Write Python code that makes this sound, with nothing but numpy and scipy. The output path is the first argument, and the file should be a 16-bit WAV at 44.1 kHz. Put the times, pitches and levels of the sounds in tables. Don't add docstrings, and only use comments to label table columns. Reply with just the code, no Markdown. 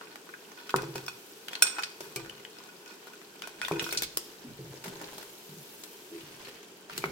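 import sys
import numpy as np
from scipy import signal
from scipy.fft import rfft, irfft
from scipy.io import wavfile

SR = 44100
rng = np.random.default_rng(int(sys.argv[2]) if len(sys.argv) > 2 else 0)


def file_out(sig):
    cols = np.atleast_2d(sig).T
    lim = np.clip(cols, -1, 1)
    pcm = np.round(lim * 32767).astype(np.int16)
    wavfile.write(sys.argv[1], SR, pcm)


N = 313551
TIME = np.arange(N) / SR

# time_s, level_db
FRYING_LEVEL = [(0, -60), (1.2, -57.5), (2.3, -59.5), (3.3, -59.5), (4.45, -59.5), (5.0, -57),
                (5.85, -56.5), (6.4, -59), (6.8, -61), (7.11, -66)]
# start_s, level_db
FLARES = [(.9, -61), (1.62, -55), (2.0, -54.5), (3.62, -51), (3.8, -45.5), (4.17, -53.5), (6.95, -50.5)]
# freq_hz, density_db
SIZZLE_COLOUR = [(400, -33), (1000, -18), (2500, 4.5), (5000, 4.5), (8000, 2), (11000, -4), (14000, -2),
                 (16000, -4.5)]
SPRAY_COLOUR = [(2000, -38), (6000, -11), (9000, -4), (12000, 3), (14000, 1), (16000, -1.5)]
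# freq_hz, density_db
HUM_COLOUR = [(15, -73), (25, -60), (54, -22), (81, -34), (108, -19), (162, -6), (221, -2.5), (243, -5),
              (401, 2.5), (578, -9), (936, -8), (1200, -12), (1490, -9), (2100, -16.5), (2500, -15),
              (3250, -12.5), (5500, -120)]
RUMBLE_COLOUR = [(15, -4), (30, -17), (47, 4), (62, 1), (85, -8), (130, 14), (200, 0), (400, -72),
                 (1000, -101)]
# start_s, length_s, rubbing_db
STROKES = [(0, 0.038, -47.5), (0.563, 0.43, -48), (1.5, 0.3, -43.5), (1.95, 0.44, -51.5),
           (2.55, 0.071, -51), (2.85, 0.078, -51), (3.06, .04, -50), (3.415, 0.02, -43),
           (3.58, 0.39, -43.5), (4.106, 0.77, -54.5), (4.7, 0.047, -44.5), (4.84, 0.37, -45.5),
           (6.18, 0.3, -49.5), (6.9, 0.15, -48), (7.02, 0.035, -43)]
# freq_hz, density_db
SCRAPE_COLOUR = [(150, -17), (400, 2), (650, -5.5), (950, 4), (1500, -2.5), (1900, -2), (2600, -7),
                 (4500, -3), (7000, -15), (14000, -30)]
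STIR_COLOUR = [(150, -13), (400, 7), (650, 1), (860, 4), (1100, 0.5), (1400, 2.5), (1900, -2.5),
               (2800, -3.5), (4500, -4), (7000, -7.5), (14000, -27)]
# start_s, strength_db, centre_hz, falloff_db_per_octave (either side),
# crunch_s, shell_hz (the piece's own resonance), shell_db (its height), plate_db (china ring),
# pan_db (left minus right)
CLICKS = [(0.011, -1, 955, 10, 0.0035, 1580, 8, -17, -2), (0.157, -2, 1650, 6.5, 0.0014, 1370, 5.5, -25, 1),
          (.29, -8, 1500, 11, 0.0027, 1520, 10, -6, 4), (0.338, -3, 1650, 21, 0.0014, 1590, 12.5, -2, 0),
          (0.516, -6, 875, 9, 0.0041, 6440, 20, -9, -3), (0.693, 2, 1560, 7.5, 0.0031, 3250, 9.5, -3.5, -2),
          (.705, -3, 2200, 4.5, 0.0017, 4480, 5, -18, 3), (0.7607, 4.5, 3140, 3, 0.0024, 1010, -1, -6.5, 0),
          (0.7836, 2.5, 1560, 16, 0.0055, 1520, 9, 3.5, -4), (.82, -8.5, 3500, 3.5, 0.0015, 5600, 3, -6, 1),
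          (0.955, -0.5, 1300, 3, 0.006, 1490, 4.5, -2, 1), (.98, -4, 2000, 4.5, 0.0018, 1500, 0, -6, -3),
          (1.0635, -17, 3120, -2, 0.0029, 5340, 18.5, -10, 5),
          (1.0806, -5.5, 2930, 6.5, 0.0033, 4430, 9.5, 9, -3),
          (1.081, 1.5, 1100, 16, 0.0022, 1380, 11, -27, -2),
          (1.483, 3, 1740, 6, 0.0018, 3240, 8, -18, -1.5), (1.5319, 0, 2120, 7, 0.0014, 3360, 10, -5, 3),
          (1.5526, 4, 2320, 9.5, 0.0023, 4300, 11, -17, 0),
          (1.6222, 10.5, 4050, 0.5, 0.0029, 2450, 7, 11, -2.5),
          (1.6245, 10.5, 3320, 19, 0.0015, 3450, 6, -35, 7), (1.653, 2, 1400, 8, 0.0025, 1490, 5, -8, 10),
          (1.668, 6.5, 2800, 9, 0.005, 4400, 6, 0.5, -1), (1.675, -8, 3200, 3, .002, 5600, 8, 7, -4),
          (1.706, -21, 2500, 12, .0015, 2500, 6, 2, 0), (1.783, 10.5, 970, 7.5, 0.0071, 1480, 6, -21, 2),
          (1.7904, -5, 1480, 4, 0.0023, 1330, 22.5, 8.5, -5),
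          (1.8245, -3, 2980, 5.5, 0.0013, 3070, -1, -10, -5), (1.834, 5, 2590, 9, 0.0035, 4470, 16, -1, -1),
          (1.843, -4, 4000, 18, .003, 5300, 12, -6, 6), (2.0055, -1, 900, 3, 0.0043, 5740, 8.5, -9, 2.5),
          (2.16, 1.5, 5020, 3, 0.0026, 8000, 5, -35, 2), (2.247, -11, 1500, 6, .003, 1520, 10, -3, 0),
          (2.26, -5, 1000, 6.5, 0.0014, 1240, 7, -16, -7), (2.296, -7.5, 2380, 6, 0.0017, 2920, 16, -11, 3),
          (2.325, -14, 1200, 9, .003, 1100, 6, -4, -4), (2.379, -16.5, 2200, 8, .003, 2870, 12, -1, 4),
          (2.4503, -2.5, 2150, 12, 0.0008, 3010, 8, -14, 3), (2.585, -13, 2200, 6, .004, 5200, 11, -6, 6),
          (2.637, -16, 2200, 3, .003, 3300, -2, -2, 5), (2.688, -14, 1900, 10, 0.0037, 2530, 8, 5, 0),
          (2.859, -13, 2510, 8, 0.003, 2480, -2, -1, 3), (2.877, -14, 4500, 10, .004, 5400, 3, 4, 0),
          (2.909, -13.5, 2300, 9, .004, 2510, 3, 2.5, -2),
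          (3.0694, -20.5, 1840, -0.5, 0.0052, 1430, 25, -10, 4),
          (3.133, -14, 2100, 5.5, 0.0044, 1470, 19, 3, 0), (3.215, -6.5, 1380, 11, .003, 1900, -1, -16, 3),
          (3.4208, 2, 1870, 6.5, 0.00093, 3350, 9.5, -14, 3.5),
          (3.43, -16, 3400, 18, .007, 3750, 8, -12, 0), (3.473, -2, 883, 2.5, 0.003, 3140, 1, -16, 2),
          (3.6157, 9, 1750, 9.5, 0.00076, 1520, 15, -1.5, -0.5),
          (3.629, -3, 1700, 14, 0.0015, 1520, 11, 11, -3), (3.6483, 2, 2630, 12, 0.002, 3520, 14.5, -20, 4),
          (3.662, -8, 3200, 12, .002, 3200, 12, -6, -6), (3.6822, 4, 1150, 4, 0.0022, 1050, 11, -8, 3),
          (3.719, -4, 2100, 5, 0.0022, 2400, 11, -1, -1), (3.736, -4, 1600, 8, .002, 1480, 3, 0, -1),
          (3.7945, 8, 2820, 12.5, 0.0025, 3060, 12.5, 0, 1),
          (3.807, -5, 1890, 14, 0.0017, 3100, 0, 6.5, -11),
          (3.824, -13.5, 7000, -6, 0.0037, 12000, 7, -33, 0), (3.822, 1, 1000, 17, 0.0018, 2500, 4, -7, 0),
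          (3.841, 0.5, 3240, 14, 0.0028, 3480, 7.5, 2, -3), (3.8645, 5, 1130, 14, 0.0018, 1000, 3, 0, -3),
          (3.89, 0, 1300, 5, 0.0015, 1340, 11, -1, -1), (3.908, -10, 3440, 9, 0.0094, 4400, 22, -12, -3),
          (3.9245, -0.5, 2000, 0, 0.005, 2240, 14, 1.5, 1.5), (3.936, -5, 2600, 6.5, .002, 2450, 8, -1, -2),
          (3.948, -7, 3000, 1, .002, 3300, 6, -2, -2), (3.986, -2, 4500, 7, .003, 4470, 8, -1, -3),
          (3.9732, 14, 5030, 21, 0.0056, 4330, -3, -17, 2),
          (4.0214, 5.5, 3370, 4, 0.0025, 12500, 10, -13, 5),
          (4.032, 6, 3440, 5.5, 0.0098, 4350, 7, -15, -2), (4.172, 9, 9100, 2.5, 0.0012, 5530, 5, -36, 2.5),
          (4.8405, -1, 1670, 3, 0.0078, 1460, 5, -32, 2), (4.858, -2, 1000, 3, 0.017, 895, 11, -40, 1),
          (4.88, -5, 1200, 3, 0.006, 1430, 7, -40, 4), (4.925, -12.5, 950, 6, 0.0046, 835, 14, -40, 6),
          (5.087, -10, 1210, 5, .004, 1380, 5, -40, 2), (5.0135, -1.5, 950, 4.5, 0.0044, 860, 16, -38, 1),
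          (5.1805, -5, 900, 1.5, 0.0043, 850, 15, -42, 2), (5.227, -8.5, 1100, 2, 0.0038, 1410, 0, -40, 3),
          (5.836, -5.5, 3660, 3.5, 0.0048, 3070, -6, -40, 3),
          (6.207, -13.5, 2800, 8, .003, 2950, 13.5, -40, 2),
          (6.448, -8.5, 2600, 10, 0.008, 4370, 12, -40, 0), (6.47, -4.5, 1600, 9, .003, 1450, 5, -40, 0),
          (6.484, -8, 2200, 7.5, .005, 3050, 6, -40, 0), (6.8965, -2, 1410, 7, 0.0037, 1380, 9.5, -41, 3),
          (6.978, 3.5, 5030, 4, 0.0022, 4200, 5.5, -40, 3), (7.0395, 7, 1700, 13, 0.0019, 2250, 13, -40, 1),
          (7.056, 1, 1200, 6, .003, 1480, 9, -40, 4)]
# pitch_hz, level_db, t60_s
PLATE_MODES = [(1320, -48, .25), (1455, -37, .4), (1510, -39, .35), (2462, -37, .3), (2510, -36, .4),
               (2600, -42, .2), (3445, -44, .5), (3801, -51, .3), (4021, -51, .3), (4452, -45, .55),
               (5340, -44, .25), (5578, -33, .28), (5625, -41, .3), (6844, -37, .4), (6885, -42, .4),
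               (7650, -44, .25), (8180, -33, .65), (8745, -29.5, .2), (9024, -44, .35), (9610, -33.5, .25),
               (11240, -43, .35), (12930, -43, .25), (14725, -36, .25)]
# start_s, strength_db, top_hz, pot_db (wall ring), boom_hz, boom_db,
# rocking_db (of the pot on its grate)
THUDS = [(0.7415, 16.5, 1470, -3.5, 132, -37.5, -49), (0.756, 12, 560, -8, 153, -43, -64),
         (0.832, -0.5, 920, 2.5, 153, -46, -64), (.888, -5, 524, 0, 132.7, -57, -72),
         (0.9557, 3.5, 960, -0.5, 132, -44.5, -65), (1.038, -14, 514, 2, 131, -58, -71),
         (2.007, -5, 1040, 2, 157.5, -59.5, -67), (2.16, 0, 770, 4.5, 128.3, -46, -52.5),
         (2.245, -11, 500, 6, 130, -56, -61), (3.7123, 9, 1230, 2, 158.8, -37.5, -53),
         (3.726, 6.5, 483, -3, 335.2, -34, -64), (3.926, -3.5, 630, 10.5, 165, -53.5, -53),
         (4.0227, 1.5, 930, -18, 58.4, -55, -67), (4.172, -2, 607, -3.5, 346, -63, -73),
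         (4.591, -4, 477, -2, 134.8, -43, -62), (4.738, -2.5, 587, -2, 233, -63, -71),
         (4.856, -6, 890, 5, 166.4, -50, -55), (4.922, -8, 520, 2, 160, -62, -69),
         (5.013, -2, 870, -2, 185, -60, -63), (5.036, -7, 560, 4, 183, -61, -65),
         (5.181, -7, 1020, -9, 195, -62.5, -65), (6.93, -26, 503, -7, 199, -50, -55),
         (6.979, -5.5, 497, 5, 159, -49, -57), (7.04, 8.5, 1440, -6, 165, -46, -45),
         (7.047, -4.5, 905, -4, 163, -53, -60), (7.078, -5, 600, 0, 162, -42, -52)]
# pitch_hz, level_db, t60_s
POT_MODES = [(333, -47, .4), (352, -52, .2), (397, -45, .35), (434, -49, .3), (528, -51, .35),
             (856, -55, .3), (947, -54, .35), (1028, -56, .3), (1260, -57, .2), (1450, -53, .2)]
# pitch_hz, level_db, t60_s
RIM_MODES = [(721, -57, .4), (1190, -50.5, .4), (1567, -58, .35), (2270, -46, .11), (2350, -41, .1),
             (2422, -43, .14), (2476, -43, .16), (2950, -53, .16), (3050, -50, .11), (4400, -52, .11)]
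# start_s, gain_db
RIM_KNOCKS = [(2.162, 2), (7.02, -7)]
# start_s, length_s, rubbing_db
WALL_STROKES = [(6.115, 0.47, -54), (6.9, 0.072, -46)]
# freq_hz, density_db
WALL_COLOUR = [(500, -14), (900, -11), (1400, -3), (1900, -1), (2350, -3), (3000, 1.5), (3600, -4.5),
               (4400, -2), (7000, -14), (14000, -13)]
# start_s, length_s, level_db, pitch_hz, rocking_db
SHOVES = [(4.443, 0.019, -42, 236, -53), (4.498, 0.016, -47, 226, -60), (4.587, 0.019, -44.5, 336, -66),
          (4.645, 0.075, -46.5, 129.4, -66), (4.858, 0.043, -48, 180, -60), (5.49, 0.13, -52.5, 153, -75),
          (6.115, 0.068, -41.5, 337, -62), (6.19, 0.36, -56.5, 129.2, -74), (6.474, 0.01, -44, 417, -73)]
# freq_hz, correlation (unitless)
STEREO_LIKENESS = [(60, 0.76), (150, 0.97), (300, 0.9), (640, 0.61), (1400, 0), (3000, 0), (15000, 0.027)]
# freq_hz, t60_s
ROOM_DECAY = [(100, 0.68), (400, 0.45), (1500, 0.36), (5000, 0.48), (15000, 0.069)]

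HUM_DB = -54.5
ROCK_RISE_S, ROCK_T60_S = 0.056, 0.53
SIMMER_DB, SPRAY_DB, SPRAY_GROWTH = -59.5, -65, 3.5
FLARE_RISE_S, FLARE_T60_S, FLARE_HISS_DB = 0.022, 1, -1.5
PUSH_S, RELEASE_S = 0.012, 0.097
RESTING_DB = -58.5
REBOUND_S, REBOUND_DB = 0.0083, -11
TICKS_PER_S, TICK_OVER_RUB_DB = 9, 31
TICK_HZ, TICK_FALL_DB, TICK_CRUNCH_S, TICK_PLATE_DB = 1900, 9, 0.0029, 11
SHELL_LOW_HZ, SHELL_HIGH_HZ, SHELL_DB = 1350, 5800, 15
PLATE_GONE_S = 4.6
LOOSE_SHARE = 0.25
WAVERS_PER_S = 90
HEADROOM, EDGE_HZ = 1.3, 16050


def amp(db):
    return 10 ** (np.asarray(db) / 20)


def unit(x):
    return x / np.sqrt(np.mean(x ** 2) + 1e-20)


def read(points, hz):
    f, value = np.transpose(points)
    return np.interp(np.log(hz + 1), np.log(f + 1), value)


def level(curve):
    return amp(np.interp(TIME, *np.transpose(curve)))


def add(mix, start_s, sound):
    part = mix[:, max(round(start_s * SR), 0):][:, :sound.shape[1]]
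    part += sound[:, :part.shape[1]]


def convolve(x, response):
    return signal.fftconvolve(x, np.atleast_2d(response), axes=1)[:, :x.shape[1]]


def pulse(shape_db, size=2048):
    hz = abs(np.fft.fftfreq(size, 1 / SR)) + 1
    log_gain = np.log(amp(np.maximum(shape_db(hz), -90)))
    return np.fft.ifft(np.exp(np.conj(signal.hilbert(log_gain)))).real


def colour(x, points):
    return unit(convolve(x, pulse(lambda hz: read(points, hz), size=8192)))


def pair(x):
    a, b = rfft(x)
    likeness = read(STEREO_LIKENESS, np.fft.rfftfreq(x.shape[1], 1 / SR))
    angle = np.arccos(np.clip(likeness, -1, 1)) / 2
    shared, opposed = a * np.cos(angle), b * np.sin(angle)
    return irfft([shared + opposed, shared - opposed], x.shape[1])


def ring(modes, t, weight_db, apart, waver=0):
    out = np.zeros((2, len(t)))
    sides = np.array([[1], [-1]])
    for hz, db, t60 in modes:
        phase = rng.uniform(0, 2 * np.pi) + sides * min(hz * apart, np.pi / 4) * rng.choice([-1, 1])
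        knots = np.r_[0, 0, rng.standard_normal(64)]
        drift = waver * np.interp(t * WAVERS_PER_S, np.arange(len(knots)), knots)
        decay = np.exp(drift / 2 - np.log(1000) * t / t60)
        out += amp(db + weight_db(hz)) * decay * np.sin(2 * np.pi * hz * t + drift + phase)
    return out


def low_pass_db(hz, edge_hz):
    return -10 * np.log10(1 + (hz / edge_hz) ** 4)


def clumps(per_s, depth_db):
    knots = rng.standard_normal(4096)
    return unit(amp(depth_db * np.interp(TIME * per_s, np.arange(len(knots)), knots)))


def grains(per_s, spread_db, size=6000):
    when, rank, left, right = rng.random((size, 4))[:int(per_s * N / SR)].T
    height = amp(spread_db * np.minimum(-np.log(1 - rank), 4))
    out = np.zeros((2, N))
    out[:, (when * N).astype(int)] = height * np.cos(2 * np.pi * np.array([left, right]))
    return unit(out)


def crackle(per_s, spread_db, low_hz, high_hz, cycles, count=16):
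    out, t = np.zeros((2, N)), TIME[:400]
    for hz in np.geomspace(low_hz, min(high_hz, SR / 3), count):
        ping = np.sin(2 * np.pi * hz * t) * np.exp(-t * hz / cycles)
        ping = unit(ping)[None] * np.sqrt(hz)
        out += signal.oaconvolve(grains(per_s / count, spread_db), ping, axes=1)[:, :N]
    return pair(out)


def surges(events, rise_s, t60):
    power = np.zeros(N)
    for s, db in events:
        t = np.maximum(TIME - s, 0)
        swell = np.minimum(t / rise_s, 1)
        decay = np.exp(-np.log(1000) * np.maximum(t - rise_s, 0) / t60)
        power += (swell * amp(db) * decay) ** 2
    return np.sqrt(power)


def pushes(strokes):
    gain = np.zeros(N)
    for s, length, db in strokes:
        attack = np.clip((TIME - s) / PUSH_S, 0, 1)
        release = np.exp(-np.maximum(TIME - s - length, 0) / RELEASE_S)
        gain = np.maximum(gain, amp(db) * attack * release)
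    return gain


def rubbing():
    return np.maximum(pushes(STROKES), amp(RESTING_DB))


def sizzle(fizz_db=2, pops_db=-4):
    fizz = colour(pair(rng.standard_normal((2, N))), SIZZLE_COLOUR)
    pops = crackle(per_s=900, spread_db=5, low_hz=1500, high_hz=13150, cycles=4)
    pops = colour(pops, SIZZLE_COLOUR)
    spray = colour(rng.standard_normal((2, N)) * clumps(per_s=130, depth_db=2.0), SPRAY_COLOUR)
    frying = level(FRYING_LEVEL)
    flare = surges(FLARES, FLARE_RISE_S, FLARE_T60_S)
    body_gain = np.hypot(frying, amp(FLARE_HISS_DB) * flare)
    fine = amp(SPRAY_DB) * (frying / amp(SIMMER_DB)) ** SPRAY_GROWTH
    return body_gain * (amp(fizz_db) * fizz + amp(pops_db) * pops) + np.hypot(fine, flare) * spray


def background(drone_hz=420, drone_width_hz=45, drone_db=-61):
    hum = colour(pair(rng.standard_normal((2, N))), HUM_COLOUR)
    tone = pulse(lambda hz: -20 * np.log10(1 + ((hz - drone_hz) / drone_width_hz) ** 2), size=8192)
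    drone = unit(convolve(pair(rng.standard_normal((2, N))), tone))
    rumble = colour(pair(rng.standard_normal((2, N))), RUMBLE_COLOUR)
    nudges = [(row[0], row[-1]) for row in list(THUDS) + list(SHOVES)]
    rocking = surges(nudges, ROCK_RISE_S, ROCK_T60_S)
    return amp(HUM_DB) * hum + amp(drone_db) * drone + rocking * rumble


def scraping(rub_db=-5, china_db=-10, stir_db=-4, wall_db=-9, wall_damp_s=0.0049, wall_tilt_db=3,
             slides_off_s=3.5):
    slips = crackle(per_s=1800, spread_db=2.8, low_hz=320, high_hz=10900, cycles=1.3)
    slips = slips * clumps(per_s=70, depth_db=4) * clumps(per_s=18, depth_db=1)
    rub = colour(slips, SCRAPE_COLOUR)
    china = plate_ring(TIME[:SR // 3], lambda hz: low_pass_db(hz, edge_hz=7500))
    china = unit(convolve(rub, china))
    scrape = amp(rub_db) * rub + amp(china_db) * china
    t = TIME[:SR // 4]
    wall = ring(POT_MODES, t, lambda hz: wall_tilt_db * np.log2(hz / 1000), apart=0.00026)
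    wall = wall * np.exp(-t / wall_damp_s)
    stir = amp(stir_db) * colour(slips, STIR_COLOUR) + amp(wall_db) * unit(convolve(slips, wall))
    on_plate = np.clip((slides_off_s - TIME) * 10, 0, 1)
    return rubbing() * (on_plate * scrape + (1 - on_plate) * stir)


def plate_ring(t, weight_db, damp_s=0.019, linger_db=-23, rise_s=0.0017, hold=0.66, load=0.0028):
    choke = (np.exp(-t / damp_s) + amp(linger_db)) * (1 - np.exp(-t / rise_s))
    modes = [(hz * (1 + load * rng.uniform(-1, 1)), db, t60 * hold) for hz, db, t60 in PLATE_MODES]
    return ring(modes, t, weight_db, apart=0.00052, waver=0.7) * choke


def small_ticks(size=200):
    rub, rows = rubbing(), []
    for k, (when, piece, side) in enumerate(rng.random((size, 3))):
        s = (k + when) / TICKS_PER_S
        if s < PLATE_GONE_S:
            db = 20 * np.log10(rub[int(s * SR)]) + TICK_OVER_RUB_DB
            shell_hz = SHELL_LOW_HZ * (SHELL_HIGH_HZ / SHELL_LOW_HZ) ** piece
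            pan_db = 10 * (side - 0.5)
            rows.append((s, db, TICK_HZ, TICK_FALL_DB, TICK_CRUNCH_S, shell_hz, SHELL_DB, TICK_PLATE_DB, pan_db))
    return rows


def clicks(snap=0.098, crunch=0.52, ring_db=1, shell_q=13, rise_s=0.00083, reach_hz=7500, hardening=0.78,
           choke_s=0.0093, pressing=0.38):
    out, t = np.zeros((2, N)), TIME[:SR // 4]
    for s, db, hz, slope, length, shell_hz, shell_db, plate_db, pan_db in list(CLICKS) + small_ticks():
        def shape_db(f):
            octaves = np.log2(f / hz)
            low_cut_db = -10 * np.log10(1 + (350 / f) ** 4)
            return -slope * octaves ** 2 / np.sqrt(1 + octaves ** 2) + low_cut_db

        def shell(f):
            detune = 2 * shell_q * (f / shell_hz - 1)
            return 10 * np.log10(1 + amp(shell_db) ** 2 / (1 + detune ** 2))

        burst = pair(rng.standard_normal((2, len(t))))
        burst = burst * np.exp(-t / max(length, 0.0005)) * (1 - np.exp(-t / rise_s))
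        burst *= crunch / np.linalg.norm(burst, axis=1, keepdims=True)
        burst[[0, 1], [0, 4]] += snap
        add(burst, REBOUND_S, amp(REBOUND_DB) * burst[::-1])
        sound = convolve(burst, pulse(lambda f: shape_db(f) + shell(f)))
        if plate_db > -30:
            edge_hz = reach_hz * amp(hardening * db)
            damp_s = choke_s / amp(pressing * db)
            china = plate_ring(t, lambda f: shape_db(f) + low_pass_db(f, edge_hz), damp_s)
            sound += amp(plate_db + ring_db) * china
        add(out, s, amp(db + np.array([[pan_db], [-pan_db]]) / 2) * sound)
    return out


def thuds(low_hz=300, boom_t60=0.58, boom_rise_s=0.00048, scatter_s=0.0064, partner=1.4, partner_db=-7,
          knock_hz=1190, knock_width_hz=340, knock_db=5.5, full_blow_db=17, base_hz=385, base_width_hz=45,
          base_db=10, hollow_hz=620, hollow_width_hz=130, hollow_db=-5, load=0.018):
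    out, t = np.zeros((2, N)), TIME[:SR * 2 // 3]
    for s, db, top_hz, pot_db, boom_hz, boom_db, _ in THUDS:
        def shape_db(f):
            return -10 * np.log10((1 + (f / top_hz) ** 20) * (1 + (low_hz / f) ** 4))

        def knock(f):
            return knock_db * min(amp(db - full_blow_db), 1) / (1 + ((f - knock_hz) / knock_width_hz) ** 2)

        def base(f):
            low_note = base_db / (1 + ((f - base_hz) / base_width_hz) ** 2)
            return low_note + hollow_db / (1 + ((f - hollow_hz) / hollow_width_hz) ** 2)

        push = pair(rng.standard_normal((2, len(t)))) * np.exp(-t / scatter_s)
        push *= LOOSE_SHARE / np.linalg.norm(push[0])
        push[:, 0] += 1
        blow = convolve(push, pulse(lambda f: shape_db(f) + knock(f) + base(f)))
        modes = [(hz * (1 + load * rng.uniform(-0.85, 1)), mode_db, t60) for hz, mode_db, t60 in POT_MODES]
        wall = amp(pot_db) * ring(modes, t, shape_db, apart=0.0009, waver=0.7)
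        boom_modes = [(boom_hz, 0, boom_t60), (boom_hz * partner, partner_db, boom_t60 / 2)]
        boom = ring(boom_modes, t, lambda hz: boom_db, apart=0.00033, waver=0.5)
        boom *= unit(clumps(per_s=55, depth_db=2.5)[:len(t)])
        add(out, s, amp(db) * (blow + wall) + boom * (1 - np.exp(-t / boom_rise_s)))
    return out


def rim(rise_s=0.00084, rub_db=-1, ring_db=-9, unsteady=0.42):
    out, t = np.zeros((2, N)), TIME[:SR // 3]
    metal = ring(RIM_MODES, t, lambda hz: 0, apart=0.000086, waver=unsteady) * (1 - np.exp(-t / rise_s))
    for s, db in RIM_KNOCKS:
        add(out, s, amp(db) * metal)
    slips = pair(grains(per_s=1800, spread_db=2.5, size=14000)) * clumps(per_s=110, depth_db=3)
    drag = amp(rub_db) * colour(slips, WALL_COLOUR) + amp(ring_db) * unit(convolve(slips, metal))
    return out + pushes(WALL_STROKES) * drag


def shoves(rise_s=0.0045, release_s=0.012, partner=1.24, partner_db=-4, sag_t60=1.7):
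    out, t = np.zeros((2, N)), TIME[:SR // 2]
    for s, length, db, hz, _ in SHOVES:
        modes = [(hz, 0, sag_t60), (hz * partner, partner_db, sag_t60)]
        groan = ring(modes, t, lambda f: db, apart=0.0005, waver=0.9)
        release = np.exp(-np.maximum(t - length, 0) / release_s)
        add(out, s, groan * np.minimum(t / rise_s, 1) * release)
    return out


def kitchen(x, early_db=-11, tail_db=-13, early_s=0.0066):
    hz, t, z = signal.stft(pair(rng.standard_normal((2, SR // 2))), SR, nperseg=256)
    decay = np.exp(-np.log(1000) * t / read(ROOM_DECAY, hz)[:, None])
    tail = signal.istft(z * decay, SR, nperseg=256)[1]
    t = TIME[:tail.shape[1]]
    early = pair(rng.standard_normal(tail.shape) * (rng.random(tail.shape) < 0.05))
    early = early * np.exp(-t / early_s) * (t > 0.002)
    tail *= t > 0.008
    early_part = amp(early_db) * early / np.linalg.norm(early[0])
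    tail_part = amp(tail_db) * tail / np.linalg.norm(tail[0])
    return convolve(x, early_part + tail_part)


def scene():
    near = clicks() + thuds() + shoves() + rim() + scraping() + sizzle() * amp([[0.4], [-0.4]])
    return near + kitchen(near) + background()


def record(dry):
    rounded = HEADROOM * np.tanh(dry / HEADROOM)
    band_limit = signal.firwin(401, EDGE_HZ, window=("kaiser", 8), fs=SR)
    return signal.oaconvolve(rounded, band_limit[None], "same")


dry = scene()
out = record(dry)
file_out(out)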